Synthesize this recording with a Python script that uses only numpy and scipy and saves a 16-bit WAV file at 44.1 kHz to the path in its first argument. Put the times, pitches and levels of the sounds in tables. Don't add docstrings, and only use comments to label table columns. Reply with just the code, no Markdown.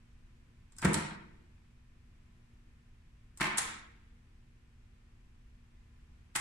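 import sys
import numpy as np
from scipy import signal
from scipy.fft import rfft, irfft
from scipy.io import wavfile
from scipy.ndimage import uniform_filter1d

SR = 44100
rng = np.random.default_rng(int(sys.argv[2]) if len(sys.argv) > 2 else 0)


def generate_wav(signal):
    frames = np.transpose(np.atleast_2d(signal))
    scaled = np.clip(frames, -1, 1) * 32767
    pcm = np.round(scaled).astype(np.int16)
    wavfile.write(sys.argv[1], SR, pcm)


N = 282274
T = np.arange(N) / SR
RING_T = np.arange(SR // 5) / SR
SUPPRESS_DB = 7.5


def armature(slide_step_s=.0075, thud_lag_s=.0057, bounce_s=.0135, bounce_fall_db=1.6):
    # impact_s, slide_s, board_db, case_db, steel_db, tilt_db_per_octave, bounce_db
    strokes = [(0.8468, .0225, 3, -0.5, -7.5, -1.5, -20), (3.4069, .008, -8, -1.5, -12.5, 2.5, -4.5)]
    # pitch_hz, level_db, t60_s
    blade_modes = [(655.4, -2.5, .2), (2170, 0, .2), (2470, -0.5, 0.25), (2676, -2, .2), (13020, -15, .07)]
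    out = np.zeros((2, N))
    for impact_s, slide_s, board_db, case_db, steel_db, tilt_db, bounce_db in strokes:
        levels_db = np.array([board_db, case_db, steel_db])
        for k in range(round(slide_s / slide_step_s)):
            chatter = blow(steel_db + np.array([-13, -1.5, -18]), tilt_db, rise_s=.004)
            add(out, impact_s - slide_s + k * slide_step_s, chatter)
        add(out, impact_s, blow(levels_db + (-3, -4.5, 0), tilt_db, rise_s=.002))
        thud_s = impact_s + thud_lag_s
        add(out, thud_s, blow(levels_db + (.5, 0, -9.5), tilt_db, rise_s=.0033))
        first_bounce_db = levels_db + (-2, -.5, -2.5) + bounce_db
        for k in range(4):
            bounce = blow(first_bounce_db - k * bounce_fall_db, tilt_db, rise_s=.004)
            add(out, thud_s + (k + 1) * bounce_s, bounce)
        add(out, thud_s + bounce_s, undb(bounce_db - 9) * ring(blade_modes, RING_T, spread=.3))
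    return out


def button_snaps(rebound_s=.009):
    # board_db, case_db, steel_db, tilt_db_per_octave, spring_db
    snaps = [ (.9315, .0095, -26, -17, -6, -4, -3.5, -7.5), (3.5730, .0085, -14, -19, -8, -0.5, -.8, -5),
             (6.3532, .0060, -5.5, -15.5, -7.5, -4, 2.5, -16), ]
    out = np.zeros((2, N))
    for start_s, flight_s, catch_db, board_db, case_db, steel_db, tilt_db, spring_db in snaps:
        catch = blow((board_db - 9.5, catch_db, steel_db - 9), tilt_db + 1.5, rise_s=.0032)
        add(out, start_s, catch + return_spring(spring_db - 7))
        stop_db = np.array([board_db, case_db, steel_db])
        stop = blow(stop_db, tilt_db, rise_s=.002)
        add(out, start_s + flight_s, stop + return_spring(spring_db))
        rebound = blow(stop_db + (-3.5, -6, -10.5), tilt_db, rise_s=.0015)
        add(out, start_s + flight_s + rebound_s, rebound)
    return out


def button_presses(scrape_lag_s=.0089, plunger_s=.7855, plunger_db=-24):
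    # start_s, level_db, tilt_db_per_octave
    ticks = [(.7210, -34.5, -3.5), (.7650, -33, -3), (0.7834, -23, 1.5), (.8180, -22.5, -1.5),
             (3.3729, -26, 0.5), (6.3505, -22, -1)]
    # pitch_hz, level_db, t60_s
    plunger_modes = [(1538, 0.5, 0.1), (1620, -5, 0.099), (5050, -4.5, .06), (5180, -4.5, .05),
                     (6800, -7, .05), (8230, -5.5, 0.058)]
    out = np.zeros((2, N))
    for start_s, level_db, tilt_db in ticks:
        tick = blow(level_db + np.array([-13.5, -7.5, 1.5]), tilt_db, rise_s=.001)
        scrape = blow(level_db + np.array([-15, -5, -6.5]), tilt_db, rise_s=.0044)
        add(out, start_s, tick)
        add(out, start_s + scrape_lag_s, scrape)
    add(out, plunger_s, undb(plunger_db) * ring(plunger_modes, RING_T, spread=.3))
    return out


def return_spring(level_db, left_right_db=(-4.5, 1.5)):
    # pitch_hz, level_db, t60_s
    modes = [(7290, -4, .08), (9360, -2, 0.02), (9260, 3, 0.035), (9730, 0, 0.045)]
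    return undb(level_db) * undb(left_right_db)[:, None] * ring(modes, RING_T, scatter=.0012, spread=1)


def blow(levels_db, tilt_db, rise_s):
    # pitch_hz, level_db, t60_s
    board_modes = [(84.55, -12.5, 0.092), (174, -2, 0.062), (222.8, -6, 0.21), (318, -4.5, 0.046)]
    case_modes = [(652, -4.5, 0.023), (879, -3, 0.058), (1177, -3.5, 0.045), (1293, 1.5, 0.036),
                  (1592, -6, 0.087), (1794, -4.5, 0.086), (1960, 0, .04), (2293, -7.5, .04),
                  (3170, -13, .03)]
    steel_modes = [(7340, -2.5, 0.031), (7680, -3, .025), (7920, 0, 0.027), (8540, -7.5, 0.011),
                   (9244, -9.5, .02)]
    # frequency_hz, density_db
    case_spectrum = [(100, -7.5), (300, 2), (480, -6.5), (900, -2.5), (1500, 0.5), (2300, -2.5),
                     (3000, -9.5), (4500, -17), (7000, -24.5), (15000, -46)]
    steel_spectrum = [(500, -29), (2500, -12), (4000, -7.5), (6000, -6), (7700, -1), (9500, -2),
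                      (10100, -7.5), (12000, -19), (14500, -19.5), (16000, -25)]
    rise = 1 - np.exp(-RING_T / rise_s)
    board = ring(tilted(board_modes, 2.4 * tilt_db), RING_T)
    case_crack = crack(tilted(case_spectrum, tilt_db), t60_s=.028, tail_db=-15, tail_t60_s=.1)
    case_ring = ring(tilted(case_modes, tilt_db), RING_T, scatter=.0073, spread=.2)
    case = unit(rise * (case_crack + undb(-5) * case_ring))
    steel_crack = crack(tilted(steel_spectrum, tilt_db), t60_s=.029, tail_db=-17, tail_t60_s=.084)
    steel_ring = ring(tilted(steel_modes, tilt_db), RING_T, scatter=.014, spread=.94)
    steel = unit(rise * (steel_crack + undb(-5) * steel_ring))
    return sum(gain * part for gain, part in zip(undb(levels_db), (board, case, steel)))


def ring(modes, t, scatter=0, spread=0):
    out = 0
    for pitch_hz, level_db, t60_s in modes:
        detuned_hz = pitch_hz * (1 + scatter * rng.standard_normal())
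        phase = spread * rng.uniform(-np.pi, np.pi, (2, 1))
        mode = np.sin(2 * np.pi * detuned_hz * t + phase) * undb(-60 * t / t60_s)
        out = out + undb(level_db) * unit(mode)
    return unit(out)


def crack(spectrum, t60_s, tail_db, tail_t60_s):
    envelope = undb(-60 * RING_T / t60_s) + undb(tail_db - 60 * RING_T / tail_t60_s)
    return unit(colour(diffuse(len(RING_T), alike_hz=2500) * envelope, spectrum))


def tilted(table, tilt_db):
    return [(hz, db + tilt_db * np.log2(hz / table[0][0]), *rest) for hz, db, *rest in table]


def board_radiation(x, cutoff_hz=72):
    return signal.sosfilt(signal.butter(4, cutoff_hz, "highpass", fs=SR, output="sos"), x)


def room(x, build_s=.012):
    # frequency_hz, level_db, t60_s
    bands = [(80, 0.5, 0.71), (177, -4.5, 1.4), (355, 2, 1), (600, 7, 0.78), (1196, 1, 0.94),
             (2200, 1.5, 0.98), (4500, -2.5, 0.72), (8040, -6.5, 0.46), (15000, -10, 0.39)]
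    # pitch_hz, level_db, t60_s
    room_modes = [(90.8, -5.5, .6), (132, -1.5, 0.98), (157, -4.5, 0.91), (202.3, 3.5, 0.92),
                  (216, -5.5, 1), (300, -11.5, 0.96), (316, -5.5, .8), (350, -9.5, 1), (651, -7.5, .8),
                  (1128, -5, 0.64)]
    size = 3 * SR // 2
    t, f = np.arange(size) / SR, np.fft.rfftfreq(size, 1 / SR)
    noise = rfft(diffuse(size, alike_hz=560.4))
    log_centres = np.log([row[0] for row in bands])
    response = undb(-17) * ring(room_modes, t)
    for (_, level_db, t60_s), band_weights in zip(bands, np.eye(len(bands))):
        band = irfft(noise * np.interp(np.log(f + 1), log_centres, band_weights), size)
        envelope = (1 - np.exp(-(t / build_s) ** 2)) * undb(-60 * t / t60_s)
        response = response + undb(level_db) * band * unit(envelope)
    return signal.fftconvolve(x, response, axes=1)[:, :N]


def ventilation(level_db=-58):
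    # frequency_hz, density_db
    spectrum = [(10, -8.5), (25, 1.5), (82, -3.5), (128, -12), (200, -18), (270, -21.5), (390, -29),
                (555, -34), (1020, -32), (2400, -32), (4000, -40.5), (8000, -45), (11500, -51),
                (15000, -66)]
    air = unit(colour(diffuse(N, alike_hz=615), spectrum)) * np.sqrt(N)
    return air * undb(level_db + .5 * drift(1.9))


def mains_hum(waver_db=1.0, wander_rad=.18):
    # pitch_hz, level_db
    tones = [(118.4, -71.5), (236.5, -74), (357, -88), (470, -92), (1017, -93.5), (1798, -92.5),
             (2530, -95.5), (7822, -102)]
    hum = 0
    for pitch_hz, level_db in tones:
        amplitude = np.sqrt(2) * undb(level_db + waver_db * drift(7.2))
        hum = hum + amplitude * np.sin(2 * np.pi * pitch_hz * T + wander_rad * drift(1.4))
    return hum


def diffuse(size, alike_hz):
    f = np.fft.rfftfreq(size, 1 / SR)
    coherence = np.sinc(f / alike_hz) / (1 + (f / alike_hz / 2) ** 2)
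    mid, side = rfft(rng.standard_normal((2, size)))
    mid, side = mid * np.sqrt((1 + coherence) / 2), side * np.sqrt((1 - coherence) / 2)
    return irfft(np.array([mid + side, mid - side]), size)


def colour(x, points):
    size = 2 * x.shape[-1]
    hz, db = np.transpose(points)
    f = np.fft.rfftfreq(size, 1 / SR)
    gain = undb(np.interp(np.log(f + 1), np.log(hz), db))
    cepstrum = irfft(np.log(gain))
    cepstrum[1:size // 2] *= 2
    cepstrum[size // 2 + 1:] = 0
    return irfft(rfft(x, size) * np.exp(rfft(cepstrum)))[..., :size // 2]


def drift(rate_hz):
    hold = int(SR / rate_hz)
    steps = np.repeat(rng.standard_normal(N // hold + 1), hold)
    return 1.5 * uniform_filter1d(uniform_filter1d(steps, hold), hold)[:N]


def undb(db):
    return 10 ** (np.asarray(db) / 20)


def unit(x):
    return x / np.sqrt(np.mean(np.sum(x ** 2, axis=-1)))


def add(out, start_s, sound):
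    place = out[:, int(start_s * SR):][:, :sound.shape[-1]]
    place += sound[:, :place.shape[-1]]


def scene():
    clacks = board_radiation(button_presses() + armature() + button_snaps())
    echoes = room(clacks)
    background = (ventilation() + mains_hum()) * undb(SUPPRESS_DB)
    return clacks + echoes + background


def suppress(x, open_db=4, knee_db=10):
    _, _, frames = signal.stft(x, nperseg=512)
    power = np.mean(np.abs(frames) ** 2, axis=0)
    power = uniform_filter1d(power, size=15, axis=0)
    power = np.maximum(uniform_filter1d(power, size=3, axis=1), 1e-20)
    above_db = 10 * np.log10(power / np.median(power, axis=1, keepdims=True))
    shut = np.clip(1.5 - (above_db - open_db) / knee_db, 0, 1)
    return signal.istft(frames * undb(-SUPPRESS_DB * shut))[1][:, :N]


def record(dry):
    lowpass = signal.ellip(8, .2, 70, 15400, fs=SR, output="sos")
    return signal.sosfilt(lowpass, suppress(dry))


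dry = scene()
out = record(dry)
generate_wav(out)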